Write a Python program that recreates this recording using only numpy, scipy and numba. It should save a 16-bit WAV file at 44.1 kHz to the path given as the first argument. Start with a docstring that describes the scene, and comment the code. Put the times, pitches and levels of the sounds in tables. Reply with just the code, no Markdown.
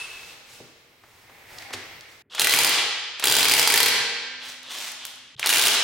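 """Struck steel rings away in a large, hard-walled garage; shoes scuff and a socket scrapes on a wheel.
Then, straight ahead of a stereo microphone, a cordless impact wrench hammers lug nuts loose in three
bursts. Each blow cracks through the socket and rings the wheel; between bursts the motor whirrs, a freed
nut spins off its stud and the tool knocks against the wheel. Gain control holds the bursts down."""
import sys
import numpy as np
from scipy import signal
from scipy.fft import rfft, irfft
from scipy.io import wavfile
from scipy.ndimage import uniform_filter1d
from numba import njit

SR = 44100
rng = np.random.default_rng(int(sys.argv[2]) if len(sys.argv) > 2 else 0)


def inscribe(sig):
    """Save sig as 16-bit PCM at rate SR to the path in sys.argv[1].

    A 1-D sig is mono; a 2-D sig holds one channel per row.
    Samples are clipped to [-1, 1] before scaling.
    """
    pcm = np.round(np.clip(np.atleast_2d(sig).T, -1, 1) * 32767)
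    wavfile.write(sys.argv[1], SR, pcm.astype(np.int16))


N = 257103
T = np.arange(N) / SR

# stretches of hammering: start_s, end_s, blows_per_s, level_db, wheel_body_db, wheel_hum_db
HAMMER_BURSTS = [(2.396, 2.705, 72, -13.3, -0.5, -12), (3.243, 3.635, 72, -11, -0.2, 1),
                 (3.68, 3.905, 40, -9.5, -1.5, 0), (5.461, 5.692, 80, -12.5, -4.5, 4)]
# blows where the hammer catches the anvil squarely: start_s, level_db
SQUARE_BLOWS = [(2.3955, -8.5), (2.4171, -10), (2.4451, -9), (2.5378, -6.5), (2.5882, -7), (2.6464, -8),
                (3.2397, -8), (3.4295, -10), (3.5375, -5.5), (3.5953, -6), (3.6748, -4.5), (3.7398, -5.5),
                (3.7758, -7), (3.8033, -5.5), (3.8301, -7), (3.8602, -10.5), (5.46, -12.5), (5.4921, -8.5),
                (5.6703, -9.5)]
# colour of a blow: pitch_hz, level_db
CRACK_SPECTRUM = [(40, -48), (130, -23.5), (190, -17.5), (400, 5.5), (600, -1.5), (900, 4), (1250, 1),
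                  (1600, 5), (2300, 6), (3300, 3.5), (4800, 3), (6500, 3.5), (10000, 4.5), (13000, 0.5),
                  (16000, -2)]
# what wheel, socket and suspension ring with: pitch_hz, level_db, t60_s
WHEEL_MODES = [(255.8, -34, 7.2), (528, -28.5, 3.9), (222, -31, 0.79), (290.3, -21.5, 0.15),
               (426, -22, 0.14), (469.6, -16.5, 0.49), (662, -24.5, 0.33), (816, -16.5, 0.03),
               (959, -22, 0.43), (1480, -19, 0.22), (1587, -11.5, 0.96), (2070, -26, 0.7),
               (2358, -14.5, 0.066), (2484, -13, 0.15), (3200, -7, 0.015), (4074, -12.5, 0.063),
               (4620, -10.5, 0.083)]
# shudder of tyre and suspension: pitch_hz, level_db
SHUDDER_SPECTRUM = [(20, -21), (40, -0.5), (65, -3), (130, 9), (200, -4), (400, -19), (2000, -52)]
# the drive takes up its slack before the hammering: clack_s, bite_s, level_db
SLACK_TAKE_UPS = [(2.349, 2.381, -22), (3.197, 3.225, -19), (5.395, 5.439, -18)]
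# pulls of the trigger: start_s, length_s, full_speed_db
TRIGGER_PULLS = [(2.297, 0.49, -29.5), (3.165, 0.68, -31.5), (4.385, 0.053, -30.5), (4.618, 0.14, -35),
                 (4.96, 0.092, -38.5), (5.371, .45, -29.5)]
# a freed nut runs along its stud: start_s, length_s, level_db
NUT_SPINS = [(2.67, 0.085, -32), (4.425, 0.085, -43.5), (4.69, 0.2, -37), (5.017, 0.036, -53),
             (5.656, 0.092, -25.5)]
# the nut rattling in the socket: pitch_hz, level_db
RATTLE_SPECTRUM = [(60, -41), (250, -10), (550, -11.5), (850, -2.5), (1300, -3.5), (2500, 2), (3300, 0),
                   (5500, 0.5), (8000, -3), (12000, -10.5), (14500, -11), (16000, -14)]
# light knocks of tool, socket and nut, and the tick of the gears catching at two trigger pulls: start_s,
# level_db, pitch_hz, width_hz
TOOL_KNOCKS = [(.601, -35, 420, 300), (1.037, -40.5, 795, 1200), (1.296, -39.5, 750, 1200),
               (1.585, -25, 4540, 1980), (1.622, -30.5, 2500, 3000), (1.706, -30, 700, 1600),
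               (2.009, -31.5, 4500, 3000), (2.299, -46, 3400, 800), (4.631, -35, 6460, 7000),
               (4.918, -24.5, 4470, 9000), (5.052, -18.5, 5350, 12000), (5.067, -27, 9000, 12000),
               (5.156, -38, 9500, 2500), (5.365, -39, 3500, 700), (5.429, -10.5, 2400, 1020)]
# dull thuds of the tyre and the car's body: start_s, level_db, pitch_hz, t60_s
TYRE_THUDS = [(0.605, -39.5, 131, 0.054), (1.59, -60, 97, 0.55), (1.741, -42, 97, 0.26),
              (2.719, -58, 115.8, .25), (3.91, -44, 52.15, 0.21), (3.95, -49, 85, .15),
              (5.356, -46, 122, 0.13)]
# the socket feels about on the wheel for a nut: start_s, length_s, level_db
SOCKET_SCRAPES = [(1.22, 0.36, -57), (1.52, 0.27, -48.5), (1.766, 0.25, -61.5)]
# resonances of the scraped socket: pitch_hz, width_hz, level_db
SOCKET_MODES = [(800, 210, -9.5), (2020, 450, -2), (4760, 500, -21)]
# the mechanic shifts about: start_s, length_s, scuff_db, swish_db
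BODY_MOVES = [(-.1, 0.41, -56.5, -52), (0.453, 0.094, -58, -48), (1.007, 0.22, -64.5, -67),
              (1.262, 0.26, -59, -67), (1.463, 0.16, -53, -53.5), (1.765, .19, -54.5, -73),
              (2.074, 0.037, -57, -51)]
# shoes on the floor: pitch_hz, level_db
SCUFF_SPECTRUM = [(40, 3), (100, 10.5), (180, -2), (400, 2.5), (800, 3), (1300, 0.5), (1750, 1), (2100, 5),
                  (2600, 1.5), (4500, -6), (7000, -14), (16000, -7)]
# rubbing cloth: pitch_hz, level_db
SWISH_SPECTRUM = [(100, -14), (1500, 0), (4000, 6), (8000, 1), (16000, -11.5)]
# a steel part, struck a moment earlier: pitch_hz, level_db, t60_s
STEEL_MODES = [(473, -61, 3.4), (2536, -48, 1.4), (2624, -38.5, 1.12), (2810, -51, 1.1)]
# its wash of echo off the walls: pitch_hz, level_db
WASH_SPECTRUM = [(60, -25), (500, -17), (1200, -8.5), (1800, -11), (2600, -5.5), (3500, -8), (5000, -10.5),
                 (7500, -15), (9500, -6.5), (12000, -28), (16000, -39)]
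# the garage's echo at the microphone: pitch_hz, t60_s, level_db, side_against_mid_db
GARAGE_BANDS = [(60.3, 2.7, -30, -7), (248, 0.51, 0.5, -16.5), (468, 1.21, -1, -16.5),
                (930, 1.15, 0, -10.5), (2010, 1.64, 0.5, -8.5), (3330, 1.49, -1, -3),
                (5550, 1.29, -2.5, -2), (8150, 0.75, -4.5, 0), (11750, 0.44, -6, -1), (16000, 0.3, -7, -10)]
# room tone of still air: pitch_hz, level_db
AIR_SPECTRUM = [(25, -18), (90, 6.5), (220, 2), (400, 2.5), (1000, -21), (2000, -11), (6000, -53),
                (16000, -35)]

BREAKS_S = [2.222, 5.352]  # here the ringing and echo of the work stop short


def wrench(body_hz=606):
    """The hammering: cracks heard directly, pushes passed to the wheel, and the gain of the wheel's hum."""
    pushes, chatter = hammer()
    body_gain, hum_gain = grip()
    cracks = colour(chatter, CRACK_SPECTRUM)
    # below body_hz a blow reaches the microphone mostly through the wheel
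    lows = signal.lfilter(*signal.butter(1, body_hz, fs=SR), cracks)
    return cracks + (body_gain - 1) * lows, pushes * body_gain, hum_gain


def hammer(force_db=3, rise_s=0.00026, snap_t60_s=0.0036, size=4096, count=128):
    """Each blow is one push on the stud, heard as a hard snap and a brief chatter of socket on nut."""
    pushes, chatter, t = np.zeros(N), np.zeros(N), T[:size]
    attack = np.minimum(t / rise_s, 1) ** 2
    clinks_hz = rng.uniform(1900, 5200, count)  # the socket seats differently every time
    for (s, db, t60), hz, signs in zip(blows(), clinks_hz, rng.choice([-1, 1], (count, size))):
        shape = undb(db + force_db) * attack * (fade(t, t60) + fade(t, snap_t60_s)) / 2
        crack = shape * signs
        clink = 2.2 * resonate(crack, hz, width=450)
        add(chatter, s, crack + clink)
        add(pushes, s, [np.linalg.norm(shape) * signs[0]])  # the socket rocks either way
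    return pushes, chatter


def blows(square_t60_s=0.039, glancing_t60_s=0.032, scatter_beats=0.26, scatter_db=1.1):
    """Rows of start_s, level_db, t60_s: uneven glancing blows, giving way wherever a square one lands."""
    rows = [(s, db, square_t60_s) for s, db in SQUARE_BLOWS]
    for start, end, rate, db, *_ in HAMMER_BURSTS:
        for beat, (late, force) in enumerate(rng.standard_normal((40, 2))):
            s = start + max(beat + scatter_beats * late, 0) / rate
            if s < end and all(abs(s - square_s) * rate > .5 for square_s, _ in SQUARE_BLOWS):
                rows.append((s, db + scatter_db * force, glancing_t60_s))
    return rows


def grip(lead_s=0.05):
    """How firmly the nut of each burst passes the blows into the wheel: gains of its body and its hum."""
    gains = np.ones((2, N))
    for start, *_, body_db, hum_db in HAMMER_BURSTS:
        gains[:, T > start - lead_s] = undb([[body_db], [hum_db]])
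    return gains


def wheel(pushes, hum_gain, ring_db=-5):
    """The blows set the wheel's modes ringing; the slowest to fade gather energy and hum for seconds."""
    response, hum = 0, 0
    for hz, db, t60 in WHEEL_MODES:
        tone = undb(db + ring_db) * np.cos(2 * np.pi * hz * T)
        decay = fade(T, t60)
        decay *= np.sqrt(2 / np.sum(decay ** 2))
        if t60 > 2:
            energy = np.abs(convolve((hum_gain * pushes) ** 2, decay ** 2))
            hum += tone * np.sqrt(energy)
        else:
            response += tone * decay
    return convolve(pushes, response) + hum


def shudder(pushes, level_db=-20, t60=0.38):
    """Tyre and suspension rumble under the blows."""
    energy = np.abs(convolve(pushes ** 2, fade(T, t60))) / (t60 * SR)
    return undb(level_db) * np.sqrt(energy) * unit(colour(rng.standard_normal(N), SHUDDER_SPECTRUM))


def take_up():
    """The drive clacks into the socket, then the socket bites on the nut."""
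    out = np.zeros(N)
    for clack_s, bite_s, db in SLACK_TAKE_UPS:
        out += contact(clack_s, db, hz=2310, width=6800, t60=0.035)
        out += contact(bite_s, db + 0.5, hz=1690, width=2300, t60=0.15)
    return out


def motor(gear_hz=3080, gear_width_hz=1130, whirr_db=-3):
    """Gear teeth tick into the ringing gearcase over a broad whirr; each pull spins up and coasts down."""
    teeth = grains(per_s=9000)
    gears = unit(ring_band(teeth, gear_hz, gear_width_hz))
    whirr = unit(resonate(resonate(teeth, hz=1400, width=3000), hz=1370, width=3530))
    return swells(TRIGGER_PULLS, rise_s=0.16, t60=0.42) * (gears + undb(whirr_db) * whirr)


def loose_nut(turn_hz=31, throb_db=2.5):
    """The nut rattles on its thread, a little harder once a turn."""
    throb = undb(throb_db * np.sin(2 * np.pi * turn_hz * T))
    rattle = colour(grains(per_s=4000, spread_db=1.9), RATTLE_SPECTRUM)
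    return swells(NUT_SPINS, rise_s=0.017, t60=0.12) * throb * rattle


def socket_on(start_s=1.736):
    """The socket is shoved on to a nut: a short scrape, a clank and a thump of the wheel behind it."""
    clank = contact(start_s, db=-20.5, hz=2300, width=3900, t60=0.066, rise_s=0.0042)
    thump = contact(start_s, db=-30.5, hz=378, width=190, t60=0.084)
    return clank + thump


def knocks(t60_at_1khz=0.046, damping=0.58):
    """Tool, socket and nut knock lightly, and the gears tick as they catch: the brighter the knock, the shorter
    its ring."""
    return sum(contact(s, db, hz, width, t60_at_1khz * (1000 / hz) ** damping)
               for s, db, hz, width in TOOL_KNOCKS)


def thuds(rise_s=0.005):
    """Soft, low swings of the tyre as the tool is pressed on and kicks."""
    out, t = np.zeros(N), T[:SR]
    attack = np.minimum(t / rise_s, 1)
    for s, db, hz, t60 in TYRE_THUDS:
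        add(out, s, undb(db) * attack * fade(t, t60) * np.sin(2 * np.pi * hz * t))
    return out


def scraping():
    """Tiny slips of steel on steel ring the socket."""
    slips = grains(per_s=3000)
    ring = sum(undb(db) * unit(ring_band(slips, hz, width)) for hz, width, db in SOCKET_MODES)
    return ring * swells(SOCKET_SCRAPES, rise_s=0.045, t60=0.4)


def shifting(idle_scuff_db=-63.5, idle_swish_db=-71.5):
    """Shoes scuff the floor and cloth swishes, faintly even between moves."""
    swish = colour(grains(per_s=16000), SWISH_SPECTRUM)
    scuff = colour(grains(per_s=9000), SCUFF_SPECTRUM)
    out = undb(idle_scuff_db) * scuff + undb(idle_swish_db) * swish
    for s, length, scuff_db, swish_db in BODY_MOVES:
        move = swell(s, length, rise_s=0.063, t60=0.37)
        out += move * (undb(scuff_db) * scuff + undb(swish_db) * swish)
    return out


def steel(garage, wash_db=-40, waver_hz=70):
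    """The last of a clang: a few partials that waver in the garage's wash."""
    ring = 0
    for hz, db, t60 in STEEL_MODES:
        echoes = unit(resonate(resonate(rng.standard_normal(N), hz, waver_hz), hz, waver_hz))
        ring += undb(db) * fade(T, t60) * (np.sin(2 * np.pi * hz * T) + echoes)
    tails = [np.pad(side, (0, N))[SR // 20:][:N] for side in garage]  # already 50 ms into the echo
    wash = np.array([colour(tail, WASH_SPECTRUM) for tail in tails])
    return ring + undb(wash_db) * wash / np.std(wash[:, :SR // 10])


def in_garage(sound, echo_db, wide_db=0):
    """The source straight ahead of the microphone, plus the echoes that belong to its own spot."""
    return sound + undb(echo_db) * np.array([convolve(sound, side) for side in garage_response(wide_db)])


def garage_response(wide_db, gap_s=0.0055, build_s=0.0029):
    """Diffuse stereo echoes: treble dies first; bass is alike on both sides unless wide_db spreads it."""
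    hz, t60s, dbs, side_dbs = np.transpose(GARAGE_BANDS)
    log_hz = np.log(np.fft.rfftfreq(2 * SR, 1 / SR) + 1)
    noise = rfft(rng.standard_normal((2, 2 * SR)))
    out, t = 0, T[:2 * SR]
    for band, t60, db, side_db in zip(np.eye(len(hz)), t60s, dbs, side_dbs):
        mid, side = irfft(noise * np.interp(log_hz, np.log(hz), band))
        shape = np.clip((t - gap_s) / build_s, 0, 1) * fade(t, t60)
        spread = undb(side_db + wide_db * np.clip(-side_db / 16, 0, 1))
        out += undb(db) * shape / np.linalg.norm(shape) * (mid + spread * np.outer([1, -1], side))
    return out


def room_tone(level_db=-67.5):
    """The low, steady hush of the garage's air."""
    return undb(level_db) * colour(rng.standard_normal(N), AIR_SPECTRUM)


def contact(s, db, hz, width, t60, rise_s=0.00036, size=8192):
    """A single contact: a scrape into place, then a damped ring."""
    out, t = np.zeros(N), T[:size] - T[size // 8]
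    shape = np.exp(np.minimum(t, 0) / rise_s) * fade(np.maximum(t, 0), t60)
    ring = ring_band(rebounds(shape), hz, width)
    add(out, s + t[0], undb(db) / 2 * ring * np.linalg.norm(shape) / np.linalg.norm(ring))
    return out


def rebounds(shape):
    """Many tiny rebounds under an envelope, evenly spread over all pitches."""
    x = shape * rng.standard_normal(len(shape))
    for _ in range(2):
        even = irfft(np.exp(1j * np.angle(rfft(x))))
        x = even * np.minimum(4 * shape / shape.max(), 1)
    return x * np.linalg.norm(shape) / np.linalg.norm(x)


def grains(per_s, spread_db=2):
    """Tiny contacts at random moments, most weak and a few strong."""
    ticks = (rng.random(N) < per_s / SR) * rng.standard_normal(N)
    return unit(ticks * undb(spread_db * rng.standard_normal(N)))


def swell(start, length, rise_s, t60):
    """Envelope that climbs towards 1 while an action lasts, then dies away."""
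    climb = 1 - np.exp(-np.clip(T - start, 0, length) / rise_s)
    return climb * fade(np.maximum(T - start - length, 0), t60)


def swells(actions, rise_s, t60):
    """One envelope for several actions, each at its own level."""
    return sum(undb(db) * swell(s, length, rise_s, t60) for s, length, db in actions)


def colour(x, points, size=2048):
    """Causal filter through points of pitch_hz, level_db; white noise keeps its power."""
    hz, db = np.transpose(points)
    log_hz = np.log(np.fft.rfftfreq(size, 1 / SR) + 1)
    gain = undb(np.interp(log_hz, np.log(hz), db))
    cepstrum = irfft(np.log(unit(gain)))
    cepstrum[1:size // 2] *= 2
    cepstrum[size // 2 + 1:] = 0
    return convolve(x, irfft(np.exp(rfft(cepstrum))))


def resonate(x, hz, width):
    """One resonance, its width in Hz."""
    return signal.lfilter(*signal.iirpeak(hz, hz / min(width, SR / 3), fs=SR), x)


def ring_band(x, hz, width):
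    """A resonance with steeper skirts: a wide one, then a narrow one."""
    return resonate(resonate(x, hz, 2 * width), hz, width)


def convolve(x, response):
    """Play x through an impulse response."""
    return signal.fftconvolve(x, response)[:N]


def fade(t, t60):
    """Exponential decay, 60 dB down after t60 seconds."""
    return np.exp(-np.log(1000) * t / t60)


def add(track, s, sound):
    """Mix a sound in at time s."""
    i = max(int(s * SR), 0)
    track[i:i + len(sound)] += sound[:N - i]


def undb(db):
    """Decibels to gain."""
    return 10 ** (np.asarray(db) / 20)


def unit(x):
    """Scale to rms 1."""
    return x / np.sqrt(np.mean(x ** 2))


def scene():
    """Work at the wheel in three stretches, over the fading steel and the room tone."""
    cracks, pushes, hum_gain = wrench()
    contacts = socket_on() + knocks() + take_up()
    running = motor() + loose_nut()
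    handling = thuds() + scraping() + shifting() * (T < BREAKS_S[0])
    out, edges = np.zeros((2, N)), [0, *BREAKS_S, N / SR]
    for start, end in zip(edges, edges[1:]):
        during = (T >= start) & (T < end)
        hammering = cracks * during + wheel(pushes * during, hum_gain) + shudder(pushes * during)
        out += during * in_garage(hammering, echo_db=1)
        out += during * in_garage(contacts * during, echo_db=-1)
        out += during * in_garage(running * during, echo_db=1)
        out += during * in_garage(handling * during, echo_db=2, wide_db=12)
    return out + steel(garage_response(wide_db=-1)) + room_tone()


@njit
def follow(x, release):
    """Level detector: jumps up at once and sinks slowly."""
    out, level = np.empty(len(x)), 0.
    for i in range(len(x)):
        level = max(x[i], level * release)
        out[i] = level
    return out


def record(dry, threshold_db=-16.5, ratio=2, release_s=0.16, window=132, top_hz=15900):
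    """The microphone's gain control holds the bursts down and lets their echo swell; the top is cut."""
    loudness = np.sqrt(np.abs(uniform_filter1d(np.mean(dry ** 2, axis=0), window)))
    level = follow(loudness, np.exp(-1 / (release_s * SR)))
    over = np.maximum(level / undb(threshold_db), 1)
    gain = uniform_filter1d(over ** (1 / ratio - 1), window)
    return signal.sosfilt(signal.ellip(10, .1, 80, top_hz, fs=SR, output="sos"), dry * gain)


dry = scene()
out = record(dry)
inscribe(out)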